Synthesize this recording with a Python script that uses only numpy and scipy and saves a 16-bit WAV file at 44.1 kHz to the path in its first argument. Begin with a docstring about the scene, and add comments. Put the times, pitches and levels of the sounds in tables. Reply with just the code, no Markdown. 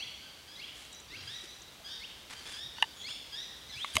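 """Thin whines and quick rising chirps ring among the trees: wild dogs feeding at a forest edge.
Each call is a wavering harmonic tone shaped by throat and mouth, echoing off the trunks.
Paws rustle dry leaves, twigs tick and soft low thuds sound over a steady outdoor hush.
A few dry knocks sound right beside the microphone, probably from handling."""
import sys
import numpy as np
from scipy import signal
from scipy.fft import rfft, irfft
from scipy.io import wavfile
from scipy.ndimage import uniform_filter1d

SR = 44100
rng = np.random.default_rng(int(sys.argv[2]) if len(sys.argv) > 2 else 0)


def pcm_store(signal):
    """Save signal as 16-bit PCM."""
    levels = np.round(np.clip(np.atleast_2d(signal), -1, 1) * 32767)
    wavfile.write(sys.argv[1], SR, levels.astype(np.int16).T)


N = 176400

# The dogs' whines (start [s], length [s], first pitch [Hz], middle pitch [Hz], last pitch [Hz],
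# level before the throat [dB], brightness [dB/octave], roughness [factor], echo send [dB])
WHINES = [(-.1, 0.12, 1381, 1474, 1529, -52.5, 6, 1.44, 2.5),
          (.195, 0.1, 1485, 1559, 1452, -55, -1, 1.02, -2),
          (0.249, 0.048, 1540, 1572, 1530, -58, -1, 0.65, -2),
          (0.473, 0.125, 1548, 1688, 1730, -52.5, 2.5, 0.76, 0),
          (0.912, 0.098, 1880, 1965, 1975, -53.5, 7, 0.92, -7),
          (1.078, 0.14, 1022, 1519, 1618, -55, 0, 1.96, 3.5),
          (1.17, 0.065, 1285, 1380, 1353, -53, 4.5, 1.7, -1),
          (1.271, .125, 1554, 1860, 1944, -42.5, 0, 1.27, -2.5),
          (1.466, 0.085, 1908, 1990, 2010, -50, 3, 0.91, -0.5),
          (1.842, 0.12616, 1554, 1773, 1927, -45.5, 2.5, 1.1, 0),
          (1.855, 0.11995, 1489, 1553, 1690, -50.5, 1.5, 1.4, -2),
          (2.327, 0.092, 1440, 1577, 1460, -51, 0.5, 0.73, -1),
          (2.455, 0.062, 1649, 1729, 1732, -48, 5.5, 1.115, -1),
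          (2.53, 0.15, 1564, 1795, 1903, -44, 2, 1, -2),
          (2.757, 0.093, 1394, 1550, 1563, -49, -1, 1.25, -3),
          (2.958, 0.073, 3343, 3420, 3355, -53, 19.5, 1.7, -1.5),
          (2.999, 0.059, 3317, 3410, 3432, -44.5, 6, 2.4, -4),
          (3.06, 0.11, 1590, 1756, 1738, -48, 12.5, 0.71, -1.5),
          (3.319, 0.13, 1560, 1832, 2015, -41.5, 1.5, 1.17, -1),
          (3.683, 0.039, 1950, 2040, 1820, -45, 1.5, 1.15, 2.5),
          (3.717, 0.044, 1851, 1697, 1750, -43.5, 2, 1.46, -6),
          (3.92, 0.086, 1476, 1622, 1556, -49, 0, 1.2, -3)]
# Their chirps (sweep start [s], sweep length [s], first pitch [Hz], last pitch [Hz],
# level before the throat [dB], lead-in offset [dB], overtones [dB], echo send [dB])
CHIRPS = [(-.014, 0.064, 2272, 3677, -38.5, -2, 4, -1), (0.598, 0.061, 2162, 3650, -43, -12.5, 5.5, 2),
          (1.143, 0.026, 2117, 3026, -37, -14, -7, -4), (2.028, 0.034, 2204, 3516, -39.5, -17, 1, -3),
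          (3.072, 0.055, 2270, 3740, -39, -9, 8, -1), (3.766, 0.092, 2354, 4120, -36, -25, -1, -5.5)]
# Resonances of throat and mouth (frequency [Hz], gain [dB])
THROAT = [(1400, -13.5), (1900, -15), (2400, -13), (3000, -5.5), (3600, -1.5), (4200, -8.5), (4750, -4.5),
          (5300, -13), (5900, -12.5), (6350, -21), (6900, -26), (7800, -37), (9000, -26.5), (10200, -40),
          (14000, -66)]
# Hollow knocks beside the microphone (time [s], level [dB], brightness [dB/octave])
KNOCKS = [(2.783, -33, -2.5), (2.8245, -10, 0), (2.839, -30, -3.5)]
# Modes that a knock rings (frequency [Hz], level [dB], time to fall 60 dB [s])
KNOCK_MODES = [(907, -4.5, 0.025), (1160, -13.5, 0.019), (1785, -2, 0.018), (2030, -11, 0.02598),
               (2471.8, -17.5, 0.0214), (2860, 4.5, 0.017), (3858.1, -2, 0.007722), (6600, -20, 0.0085)]
# Sharper clacks, just as close (time [s], level [dB], brightness [dB/octave])
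CLACKS = [(3.8457, -20.5, -3), (3.9552, -26.5, 12.5), (3.9675, -9, 5), (3.9825, -37, 11.5)]
# Modes that a clack rings (frequency [Hz], level [dB], time to fall 60 dB [s])
CLACK_MODES = [(1123, -3, 0.016), (2136, -6.5, 0.02), (2650, -11, 0.015), (2960, -8, 0.016),
               (3850, -15, 0.01098), (6520, -18.5, 0.01), (7900, -16, 0.0046)]
# Spectrum of the crack at contact (frequency [Hz], relative level [dB])
CRACK_SPECTRUM = [(200, -32), (500, -27), (1000, 9.5), (3500, 1.5), (6000, -3.5), (11000, -4), (15000, -34)]
# Paws in dry leaves (start [s], length [s], level [dB], brightness [dB/octave])
RUSTLES = [(0.745, 0.17073, -55.5, 4), (1.1, 0.28, -62.5, -3.5), (1.22, 0.42, -57.5, 3.5),
           (1.434, 0.032, -52, 2), (2.296, 0.073, -46.5, 0.5), (2.361, 0.15, -53, 2),
           (2.451, 0.059, -47, 0), (2.49, 0.12, -49, 2), (3.077, 0.05, -49, 0), (3.755, 0.394, -53, 3),
           (3.944, 0.03571, -39.5, 4.5)]
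# Spectrum of the leaves (frequency [Hz], relative level [dB])
LEAF_SPECTRUM = [(200, -1), (500, -3.5), (1000, 0.5), (2000, 4), (4000, 0), (7000, -6), (10000, -10.5),
                 (15000, -38)]
# Twig ticks (time [s], band centre [Hz], level [dB])
TICKS = [(0.928, 7790, -44.5), (.947, 6160, -46), (1, 7030, -50), (1.62, 6401, -46.5), (2.526, 8994, -50),
         (3.901, 8634, -54), (3.938, 9000, -43.5), (3.982, 9770, -43)]
# Soft low thuds, plus the low body and brief ring of the last clack beside the microphone
# (start [s], length [s], band centre [Hz], width [octaves], level [dB])
THUDS = [(1.095, 0.14, 320, 0.47, -57.5), (1.143, 0.24, 112.5, 0.32, -57), (1.429, 0.03276, 350, 0.28, -56),
         (1.778, 0.14, 675, 0.2861, -61.5), (2.404, 0.027, 502.4, 1, -54.5),
         (2.644, 0.0551, 129.5, 0.2, -58), (3.75, 0.03, 115, 0.29, -49), (3.952, 0.011, 170, 0.72, -35),
         (3.945, 0.041, 89.5, 0.27, -40.5), (3.969, .012, 320, 1, -39.5),
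         (3.965, 0.039, 634.3, 0.10005, -38)]
# Spectrum of the outdoor hush (frequency [Hz], relative level [dB])
HUSH_SPECTRUM = [(20, -21), (35, -7), (60, 6.5), (100, -0.5), (180, -2.5), (450, -4.5), (1000, -6),
                 (2000, -7.5), (3500, -4), (5500, -10), (8000, -14.5), (12000, -18.5), (16000, -22)]

TOP_HZ = 15800  # upper limit of the voices and the recorder


def dogs():
    """The pack from the microphone's position: each call arrives direct and by way of the trees."""
    preroll_s = 1  # calling is already under way at the start
    direct, into_trees = np.zeros((2, N + preroll_s * SR))
    t = np.arange(SR // 4) / SR
    for start, call, echo_db in [*whines(t), *chirps(t)]:
        add(direct, call, start + preroll_s)
        add(into_trees, undb(echo_db) * call, start + preroll_s)
    return (direct + forest_echo(into_trees))[preroll_s * SR:]


def whines(t):
    """Thin calls on a curved pitch, strongest in the middle; yields (start, call, echo send)."""
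    swell_db = 4
    for start, length, first, middle, last, db, tilt, rough, echo_db in WHINES:
        progress = np.minimum(t / length, 1)
        hz = np.polyval(np.polyfit([0, .5, 1], [first, middle, last], 2), progress)
        effort = undb(db - swell_db * (2 * progress - 1) ** 2)
        effort *= gate(t, length, attack_s=.009, release_s=.0083)
        yield start, effort * voice(pitch_catches(hz), tilt, overtones_db=0, rough=rough), echo_db


def chirps(t):
    """A soft lead-in, then a fast climb that thins to a whistle; yields (start, call, echo send)."""
    lead_s, lead_hz_per_s, fade_db_per_khz = .042, 7000, 22
    for start, length, first, last, db, lead_db, overtones_db, echo_db in CHIRPS:
        knees = [0, lead_s, lead_s + length]
        hz = np.interp(t, knees, [first - lead_hz_per_s * lead_s, first, last])
        effort = undb(db + np.interp(t, knees, [lead_db, 0, 0]))
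        effort *= gate(t, lead_s + length, attack_s=.00481, release_s=.016)
        fading_db = overtones_db - fade_db_per_khz * (hz - hz[0]) / 1000
        yield start - lead_s, effort * voice(hz, tilt=-4.5, overtones_db=fading_db, rough=1), echo_db


def voice(hz, tilt, overtones_db, rough):
    """Six wavering, rasping harmonics through the throat, tilted about its main resonance."""
    size = len(hz)
    waver = .0048 * walk(size, rate_hz=61)
    jitter = .0085 * walk(size, rate_hz=345)
    rasp = .013 * walk(size, rate_hz=1220)
    hz = hz * (1 + rough * (waver + jitter + rasp))
    phase = 2 * np.pi * np.cumsum(hz) / SR
    tone = np.zeros(size)
    for k in range(1, 7):
        harmonic_hz = k * hz
        db = tilt * np.log2(np.minimum(harmonic_hz, 7000) / 3400) + (k > 1) * overtones_db
        tone += response(THROAT, harmonic_hz) * undb(db) * (harmonic_hz < TOP_HZ) * np.sin(k * phase)
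    breathiness = 1 + rough * .22 * walk(size, rate_hz=1200)
    shimmer_db = rough * 2 * walk(size, rate_hz=112)
    return np.sqrt(2) * tone * breathiness * undb(shimmer_db)


def pitch_catches(hz):
    """The pitch of a whine catches for uneven moments and then slips on."""
    hold_s, slip_s, stepped_share = .026, .009, .65
    edges = np.cumsum(hold_s * rng.uniform(.5, 1.5, 32))
    centres = (edges + np.append(0, edges[:-1])) / 2
    t = np.arange(len(hz)) / SR
    held = np.interp(centres, t, hz)[np.searchsorted(edges, t)]
    stepped = uniform_filter1d(held, int(slip_s * SR))
    return hz + stepped_share * (stepped - hz)


def forest_echo(calls):
    """Separate echoes from near trunks and a long diffuse ring that dulls as it fades."""
    split_hz, build_s, echoes_per_s, trunk_decay_s = 5000, .018, 400, .032
    t = np.arange(SR + SR // 2) / SR
    low = signal.sosfilt(signal.butter(2, split_hz, fs=SR, output="sos"), noise(len(t)))
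    high = signal.sosfilt(signal.butter(2, split_hz, "high", fs=SR, output="sos"), noise(len(t)))
    tail = low * decay(t, t60_s=1.4) + high * decay(t, t60_s=1)
    tail *= 1 - np.exp(-t / build_s)
    trunks = impulses(len(t), echoes_per_s) * np.exp(-t / trunk_decay_s)
    echo = (undb(-.5) * unit(tail) + undb(-6) * unit(trunks)) / np.sqrt(len(t))
    return signal.fftconvolve(calls, echo)[:len(calls)]


def close_knocks(blows, modes, rise_s, crack_db):
    """Right beside the microphone, each blow gives a brief crack and rings a small, damped body."""
    crack_decay_s = .0011
    out = np.zeros(N)
    t = np.arange(SR // 8) / SR
    for start, db, tilt in blows:
        ring = np.zeros(len(t))
        for hz, mode_db, t60_s in modes:
            envelope = undb(mode_db + tilt * np.log2(hz / 2000)) * decay(t, t60_s)
            ring += envelope * np.sin(2 * np.pi * hz * t + rng.uniform(0, 2 * np.pi))
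        crack = colour(noise(len(t)), CRACK_SPECTRUM, tilt)
        crack *= undb(crack_db + tilt) * np.exp(-t / crack_decay_s)
        add(out, undb(db) * (ring * np.minimum(t / rise_s, 1) + crack), start)
    return out


def leaf_rustles(t):
    """Dry leaves crackle under paws: dense, tiny clicks of uneven strength."""
    out = np.zeros(N)
    for start, length, db, tilt in RUSTLES:
        grains = impulses(N, per_s=3000)
        scatter_db = -.5 * np.minimum(rng.exponential(size=N), 4)
        envelope = undb(db) * gate(t - start, length, attack_s=.008634, release_s=.54 * length)
        out += envelope * colour(grains * undb(scatter_db), LEAF_SPECTRUM, tilt)
    return out


def twig_ticks(t):
    """Twigs tick on the forest floor: narrow bursts of high noise that die at once."""
    decay_s = .0026
    out = np.zeros(N)
    for start, hz, db in TICKS:
        age = np.maximum(t - start, 0) / decay_s
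        out += undb(db) * 2 * np.sqrt(age) * np.exp(-age) * band(hz, octaves=.16)
    return out


def low_thuds(t):
    """Short swells of low noise: soft thuds, and the body and brief ring of the last close clack."""
    out = np.zeros(N)
    for start, length, hz, octaves, db in THUDS:
        envelope = undb(db) * gate(t - start, length, attack_s=.31 * length, release_s=.75 * length)
        out += envelope * band(hz, octaves)
    return out


def outdoor_hush():
    """The background of the forest edge: broad noise whose level drifts slightly."""
    level_db = -53.5 + walk(N, rate_hz=1.8)
    return undb(level_db) * colour(noise(N), HUSH_SPECTRUM)


def undb(db):
    """Decibels to gain."""
    return 10 ** (np.asarray(db) / 20)


def unit(x):
    """Scale to rms 1."""
    return x / np.sqrt(np.mean(x ** 2) + 1e-20)


def noise(size):
    """White noise."""
    return rng.standard_normal(size)


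def impulses(size, per_s):
    """Clicks at random times and strengths."""
    return noise(size) * (rng.random(size) < per_s / SR)


def response(points, hz):
    """Gain of a (frequency [Hz], level [dB]) curve at given frequencies."""
    point_hz, point_db = np.array(points).T
    return undb(np.interp(np.log(hz + 1e-9), np.log(point_hz), point_db))


def colour(x, points, tilt=0):
    """Shape a sound by a spectrum and a tilt in dB per octave; rms 1."""
    hz = np.linspace(0, SR / 2, len(x) // 2 + 1)
    tilted = [(f, db + tilt * np.log2(f)) for f, db in points]
    return unit(irfft(rfft(x) * response(tilted, hz), len(x)))


def band(centre_hz, octaves):
    """Noise in a bell-shaped band; rms 1."""
    hz = np.linspace(1, SR / 2, N // 2 + 1)
    bell = np.exp(-.5 * (np.log2(hz / centre_hz) / octaves) ** 2)
    return unit(irfft(rfft(noise(N)) * bell, N))


def walk(size, rate_hz):
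    """Smooth random drift with a spread near 1."""
    k = max(int(SR / rate_hz), 2)
    return uniform_filter1d(uniform_filter1d(noise(size + 2 * k), k), k)[k:-k] * np.sqrt(k)


def gate(t, length, attack_s, release_s):
    """Rounded attack, hold and release."""
    rise = np.sin(np.pi / 2 * np.clip(t / attack_s, 0, 1))
    fall = np.sin(np.pi / 2 * np.clip((length - t) / release_s, 0, 1))
    return rise * fall


def decay(t, t60_s):
    """A fall of 60 dB every t60_s."""
    return np.exp(-np.log(1000) * t / t60_s)


def add(out, x, start):
    """Mix a sound in at a time in seconds."""
    i = int(start * SR)
    out[i:i + len(x)] += x[:max(len(out) - i, 0)]


def scene():
    """The forest edge from one microphone position, the same in both channels."""
    t = np.arange(N) / SR
    hush = outdoor_hush()
    knocks = close_knocks(KNOCKS, KNOCK_MODES, rise_s=.0022, crack_db=-14)
    clacks = close_knocks(CLACKS, CLACK_MODES, rise_s=.00073, crack_db=-17.5)
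    mix = dogs() + knocks + clacks + leaf_rustles(t) + twig_ticks(t) + low_thuds(t) + hush
    return np.tile(mix, (2, 1))


def record(dry):
    """The recorder cuts the top treble steeply."""
    return signal.sosfilt(signal.ellip(10, .2, 70, TOP_HZ, fs=SR, output="sos"), dry)


dry = scene()
out = record(dry)
pcm_store(out)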